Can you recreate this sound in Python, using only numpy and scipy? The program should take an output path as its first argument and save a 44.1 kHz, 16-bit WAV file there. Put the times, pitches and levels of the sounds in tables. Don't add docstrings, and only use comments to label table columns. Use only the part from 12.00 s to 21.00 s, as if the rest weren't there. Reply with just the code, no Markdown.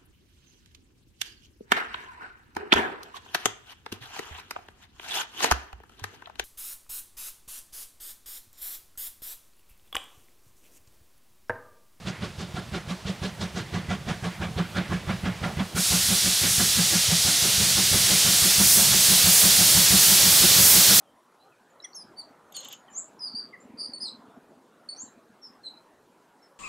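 import sys
import numpy as np
from scipy import signal
from scipy.fft import rfft, irfft, next_fast_len
from scipy.io import wavfile

SR = 44100
rng = np.random.default_rng(int(sys.argv[2]) if len(sys.argv) > 2 else 0)


def nominal_scale(level):
    x = np.asarray(level, float) / 20
    return 10 ** x


def to_wav(s):
    ch = np.atleast_2d(s).T
    pcm = np.round(np.clip(ch, -1, 1) * 32767)
    wavfile.write(sys.argv[1], SR, pcm.astype(np.int16))


N = 396900

# (valve opens [s], thump peak [dB], blast level [dB], chimney tone level [dB])
EXHAUST_BEATS = [(0.051, -29, -39, -30), (0.383, -27.5, -41, -27.5), (0.722, -25.5, -38, -28),
                 (1.054, -25, -36, -22.5), (1.394, -31, -35.5, -26), (1.726, -28, -36, -29),
                 (2.068, -28, -33, -27), (2.402, -24, -34.5, -25.5), (2.743, -35, -31.5, -20.5),
                 (3.074, -22.5, -34, -27), (3.416, -25.5, -33, -24), (3.748, -22, -34, -24),
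                 (4.088, -26, -33, -23.5), (4.417, -24, -33, -31), (4.757, -30, -34, -19),
                 (5.088, -21.5, -36.5, -18.5), (5.423, -26, -36, -30), (5.755, -24, -33.5, -25),
                 (6.091, -33, -32.5, -24.5), (6.422, -22, -34, -23.5), (6.758, -30, -31, -26),
                 (7.085, -23, -35, -22), (7.42, -42, -30.5, -24), (7.749, -19, -32, -23),
                 (8.08, -24, -34.5, -22.5), (8.406, -22, -28.5, -24), (8.731, -32, -30.5, -19.5),
                 (0.208, -30.5, -39, -33), (0.543, -27.3, -39, -38), (0.875, -28, -39.5, -27.5),
                  (1.218, -23, -37, -26), (1.549, -28, -36.5, -35), (1.887, -24, -34, -31),
                  (2.226, -26, -35.5, -25.5), (2.563, -21, -33, -19), (2.897, -25.5, -34, -20.5),
                  (3.235, -22.5, -33.5, -22), (3.571, -21.5, -33.5, -30), (3.908, -21, -32, -22.5),
                  (4.244, -28, -34.5, -30), (4.581, -20, -32, -37), (4.914, -29, -34, -23),
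                  (5.248, -23, -34, -32), (5.579, -21, -37.5, -50), (5.915, -21, -31, -46),
                  (6.247, -26, -32.5, -25), (6.582, -23, -31, -23), (6.91, -30, -33.5, -32),
                  (7.243, -20, -32.5, -20), (7.574, -29, -34, -25.5), (7.905, -20, -30.5, -16.5),
                  (8.231, -25, -34, -25), (8.562, -23, -30, -24), (8.886, -23, -30, -35)]


def beats():
    return np.transpose(sorted(EXHAUST_BEATS))


def thumps():
    t = np.arange(int(0.1 * SR)) / SR

    def cycle(centre_s, width_s):
        u = (t - centre_s) / width_s
        return -u * np.exp(0.5 - 0.5 * u ** 2)

    shape = cycle(0.0038, 0.0017) + 0.45 * cycle(0.0171, 0.0019) + 0.36 * cycle(0.0285, 0.0019)
    open_s, thump_db, _, _ = beats()
    steps = np.zeros(N)
    steps[(open_s * SR).astype(int)] = nominal_scale(thump_db)
    return signal.fftconvolve(steps, shape)[:N]


def chimney_tone():
    open_s, _, _, tone_db = beats()
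    peak_s = open_s + 0.041
    mode_hz = 179.7 + 6.02 * rng.standard_normal(len(peak_s))
    pitch_hz = np.interp(np.arange(N) / SR, peak_s, mode_hz) * flicker(0.13, 15.6)
    phase = 2 * np.pi * np.cumsum(pitch_hz) / SR
    length = 1.17 ** (np.arange(len(peak_s)) % 2)
    envelope = swells(peak_s, tone_db, rise_s=0.0065 * length, fall_s=0.016 * length)
    return envelope * flicker(0.98, 24) * (np.sin(phase) + nominal_scale(-41.0) * np.sin(2 * phase))


BLAST_LAG_S = 0.023


def blast_envelope():
    open_s, _, blast_db, _ = beats()
    return swells(open_s + BLAST_LAG_S, blast_db, rise_s=0.01, fall_s=0.027)


# (frequency [Hz], density [dB per Hz])
BLAST_SPECTRUM = [(150, -7), (260, -18), (340, -1), (476, -13), (735, -10.5), (988, -12), (1400, -11.5),
                  (1950, -15), (3520, -16), (6000, -24.5), (10200, -36), (15700, -57)]
# (frequency [Hz], width [Hz], level [dB])
BLAST_MODES = [(101.3, 22, 1.5), (183, 32.4, 6.5), (361, 92, -9.5), (563, 21, -7), (723.6, 24, -7.5),
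               (1136, 51, -10.5), (1420, 70, -8), (1661, 36, -9.5), (2000, 65, -12), (2316, 58, -13),
               (3280, 370, -11)]
# (time [s], brightness [dB])
SHARPNESS = [(0, -2), (.7, 0.5), (1.3, 7.5), (1.9, 0.8), (2.8, -2.5), (3.7, -6), (5.5, 2.5), (9, -2)]


def blast(flow):
    t = np.arange(N) / SR
    open_s, _, blast_db, _ = beats()
    beat_bright_db = -0.4 - 1.08 * (blast_db + 34)
    bright_db = np.interp(t, open_s + BLAST_LAG_S, beat_bright_db) + curves(SHARPNESS)[0]
    octave_lift_db = 2.93 * np.minimum(bright_db + 1.4 * (np.arange(N) < 2.4 * SR), 3.5)
    white = rng.standard_normal(N)
    ringing = 0
    for k, (hz, width_hz, db) in enumerate(BLAST_MODES):
        level_db = db + (k == 2) * octave_lift_db
        ringing = ringing + flicker(min(hz / 320, 4.5), 11.7, level_db) * narrow(white, hz, 2.06 * width_hz)
    roar = hiss(BLAST_SPECTRUM, patchy_db=2.5, rate=19, bright_db=0.57 * bright_db, bright_hz=2060)
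    return flow * (flicker(0.99, 85, 0.47) * roar + nominal_scale(-4.0) * ringing)


# (frequency [Hz], density [dB per Hz])
STEAM_SPECTRUM = [(410, -60), (700, -13), (900, -19), (1300, -12), (2000, -7.5), (2460, -6.5), (3460, -1),
                  (4200, 0), (5540, 1), (6500, 0), (10200, -1.5), (12000, -4), (15700, -9)]
# (frequency [Hz], density [dB per Hz])
LEAK_SPECTRUM = [(1500, -9), (3000, -1.5), (5000, -5), (7000, -9.5), (10000, -14.5), (15700, -26)]
# (frequency [Hz], width [Hz], level [dB])
JET_WHISTLES = [(3430, 290, -26.5), (4430, 250, -22.5), (5500, 200, -34)]
# (time [s], brightness [dB])
JET_PUFFS = [(3.79, 2), (4.08, 1.5), (4.57, 1.5), (4.79, 0), (5.4, -0.5), (5.1, -2), (5.75, -1), (6.07, 0),
             (6.42, 1), (6.73, 6.5), (7.1, 2.5), (7.38, 3.5), (7.7, 1), (8.07, 3.5), (8.37, 2), (8.7, 6),
             (9.0, 3)]


def jets(near_db):
    t = np.arange(N) / SR
    opened = 1 - np.exp(-np.maximum(t - 3.747, 0) / 0.05)
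    puff_db = sum(db * np.exp(-0.5 * ((t - s) / 0.076) ** 2) for s, db in JET_PUFFS)
    air_db = -5.5 + 1.07 * (near_db - 5) + 0.27 * puff_db
    steam = hiss(STEAM_SPECTRUM, patchy_db=0.5, rate=5.0, bright_db=-1.7 + puff_db, bright_hz=4150,
                 air_db=air_db, side_db=-8.5 + 0.92 * near_db)
    white = rng.standard_normal(N)
    for hz, width_hz, db in JET_WHISTLES:
        whistle_db = db + 0.43 * (near_db - 5)
        steam = steam + flicker(1.6, 8.1, whistle_db) * narrow(white, hz, width_hz)
    leaks = hiss(LEAK_SPECTRUM, patchy_db=1.5, rate=3.5, bright_db=1.9 * (near_db - 1.0),
                 bright_hz=6000, count=5)
    steam_gain = nominal_scale(-25.0 + near_db - 0.033 * puff_db)
    leak_gain = nominal_scale(-54 + 2.2 * near_db)
    return opened * steam_gain * steam + (1 - opened) * leak_gain * leaks


# (frequency [Hz], density [dB per Hz])
TAIL_SPECTRUM = [(150, -45), (250, -5.5), (788, -5.5), (1120, -7.5), (2000, -3.5), (3000, -11.5),
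                 (5630, -22.5), (9660, -35), (15700, -44)]


def bank_echoes(flow):
    r = nominal_scale(-120 / (0.9 * SR))
    lead = SR // 2
    power = signal.lfilter([1 - r], [1, -r], np.r_[flow[:lead], flow] ** 2)[lead:]
    return nominal_scale(-8.0) * np.sqrt(power) * hiss(TAIL_SPECTRUM, patchy_db=4.3, rate=3.8, count=5)


# (time [s], mode [Hz], peak [dB], 60 dB decay time [s])
ROD_KNOCKS = [(.745, 1420, -33, 0.12), (1.048, 1420, -36, 0.076), (1.225, 1700, -36, 0.16),
              (1.59, 1420, -39, .15), (1.73, 1470, -51, 1), (1.735, 2000, -42, 0.47),
              (1.888, 1990, -41, .2), (2.23, 756.5, -37.5, 0.32), (2.42, 745, -36, .35),
              (2.424, 1637, -32, 0.077), (2.76, 1404, -36, 0.17), (3.075, 2000, -45, 0.23),
              (3.435, 1384, -29.5, 0.16), (3.57, 2000, -45, 0.15)]


def rods():
    out = np.zeros(N)
    t = np.arange(SR // 2) / SR
    for s, hz, db, t60_s in ROD_KNOCKS:
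        envelope = nominal_scale(db - 60 * t / t60_s) * (1 - np.exp(-t / 0.0015))
        out[round(s * SR):][:len(t)] += envelope * np.sin(2 * np.pi * hz * t)
    return out * flicker(4.1, 25)


# (frequency [Hz], density [dB per Hz])
RUMBLE_SPECTRUM = [(15, -48), (25, -10), (74, -1.5), (124, 2.5), (173, 1), (202, 0), (257, -14.5),
                   (300, -48), (390, -41), (660, -120)]
# (frequency [Hz], density [dB per Hz])
RATTLE_SPECTRUM = [(150, -25), (300, 0), (600, 0), (1200, -5), (2500, -15), (5000, -55)]


def rolling(near_db, flow):
    r = nominal_scale(-60 / (0.22 * SR))
    draught = unit(signal.lfilter([1 - r], [1, -r], flow * nominal_scale(-near_db)))
    rumble = nominal_scale(-43.5 + 0.88 * near_db) * hiss(RUMBLE_SPECTRUM, patchy_db=2.5, rate=6.6, count=2)
    rattle = nominal_scale(-52.5 + 1.425 * near_db) * hiss(RATTLE_SPECTRUM, patchy_db=-1.0, rate=7, count=5)
    return rumble * (1 - 0.34 + 0.34 * draught) + rattle


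# (frequency [Hz], left-right likeness [0 to 1])
LIKENESS = [(60, 1), (640, 0.95), (1400, 0.95), (3100, .96), (5500, 0.95), (7500, 0.99), (8800, 0.99),
            (15000, 1)]


def hiss(spectrum, patchy_db, rate, bright_db=0, bright_hz=4600, air_db=0, side_db=0, count=10):
    size = next_fast_len(N)
    hz = np.arange(size // 2 + 1) * SR / size
    alike = np.clip(at_hz(LIKENESS, hz), 0, 1)
    mid_side = np.sqrt([1 + alike, 1 - alike])
    pair = nominal_scale(at_hz(spectrum, hz)) * mid_side * rfft(rng.standard_normal((2, size)))
    power = np.abs(pair[0]) ** 2
    place = np.clip((count - 1) / 6 * np.log2((hz + 1) / 250), 0, count - 1)
    out = 0
    for k in range(count):
        share = np.clip(1 - np.abs(place - k), 0, 1)
        if np.sum(power * share) > 1e-6 * power.sum():
            band_hz = 250 * 2 ** (6 * k / (count - 1))
            lift = np.clip(np.log2(band_hz / bright_hz), 0, 1.2)
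            level_db = lift * bright_db + (k == count - 1) * air_db
            out = out + irfft(pair * share, size)[:, :N] * flicker(patchy_db, rate, level_db)
    mid, side = out * size / np.sqrt(2 * power.sum())
    return mid + side * nominal_scale(side_db) * [[1], [-1]]


def swells(at_s, level_db, rise_s, fall_s):
    out = np.zeros(N)
    for s, db, up, down in np.broadcast(at_s, level_db, rise_s, fall_s):
        i = np.arange(max(int((s - 0.08) * SR), 0), min(int((s + 0.3) * SR), N))
        t = i / SR - s
        out[i] += nominal_scale(db) * 2 / (np.exp(-t / up) + np.exp(t / down))
    return out


def flicker(depth_db, rate, plus_db=0):
    wander_db = depth_db * drift(rate)[:len(range(0, N, 40))]
    gain = nominal_scale(wander_db + np.broadcast_to(plus_db, N)[::40])
    return np.interp(np.arange(N) / 40, np.arange(len(gain)), gain)


def drift(rate):
    r = np.exp(-80 * np.pi * rate / SR)
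    white = rng.standard_normal(N // 40 + 2002)
    return unit(signal.lfilter([1], [1, -2 * r, r * r], white)[2000:])


def resonance(x, hz, width_hz):
    r = np.exp(-np.pi * width_hz / SR)
    poles = [1, -2 * r * np.cos(2 * np.pi * hz / SR), r * r]
    return signal.lfilter([(1 - r * r) / 2, 0, (r * r - 1) / 2], poles, x)


def narrow(x, hz, width_hz):
    return unit(resonance(resonance(x, hz, width_hz), hz, width_hz))


def unit(x):
    return x / np.sqrt(np.mean(x ** 2) + 1e-20)


def curves(rows):
    s, *columns = np.transpose(rows)
    return [np.interp(np.arange(N) / SR, s, column) for column in columns]


def at_hz(points, hz):
    point_hz, value = np.transpose(points)
    return np.interp(np.log(hz + 1), np.log(point_hz), value)


# (time [s], gain [dB])
NEARNESS = [(0, 1), (1.2, 1.5), (2.5, 2.5), (3.65, 3.5), (3.9, 4.5), (4.8, 5.5), (5.4, 6.5), (5.95, 7),
            (6.1, 8.5), (6.6, 9), (7.1, 10), (7.4, 11.5), (7.9, 11.5), (8.4, 12.5), (9, 13.5)]


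def scene():
    flow = blast_envelope()
    near_db = curves(NEARNESS)[0]
    exhaust = thumps() + chimney_tone() + blast(flow) + bank_echoes(flow)
    return exhaust + rods() + jets(near_db) + rolling(near_db, flow)


def roll_off(x):
    return signal.sosfilt(signal.butter(12, 16710, fs=SR, output="sos"), x)


# (frequency [Hz], left minus right [dB])
CHANNEL_BALANCE = [(60, -2.4), (380, -1.5), (700, -1), (1300, -4), (2400, 0), (3500, -2.5), (5500, -0.5),
                   (7500, -0.4), (9800, -2.5), (12500, -3.5), (13800, -1)]


def record(dry):
    overload, knee = 0.36, 2.27
    squeezed = dry / (1 + np.abs(dry / overload) ** knee) ** (1 / knee)
    size = next_fast_len(N + 8192)
    hz = np.arange(size // 2 + 1) * SR / size
    top_cut = np.clip((15800 - hz) / 150, 0, 1)
    bass_cut = hz ** 2 / (hz ** 2 + 34.0 ** 2)
    balance = nominal_scale(at_hz(CHANNEL_BALANCE, hz) * [[0.5], [-0.5]])
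    mix = irfft(rfft(squeezed, size) * top_cut * bass_cut * balance, size)[:, :N]
    return roll_off(mix)


dry = scene()
out = record(dry)
to_wav(out)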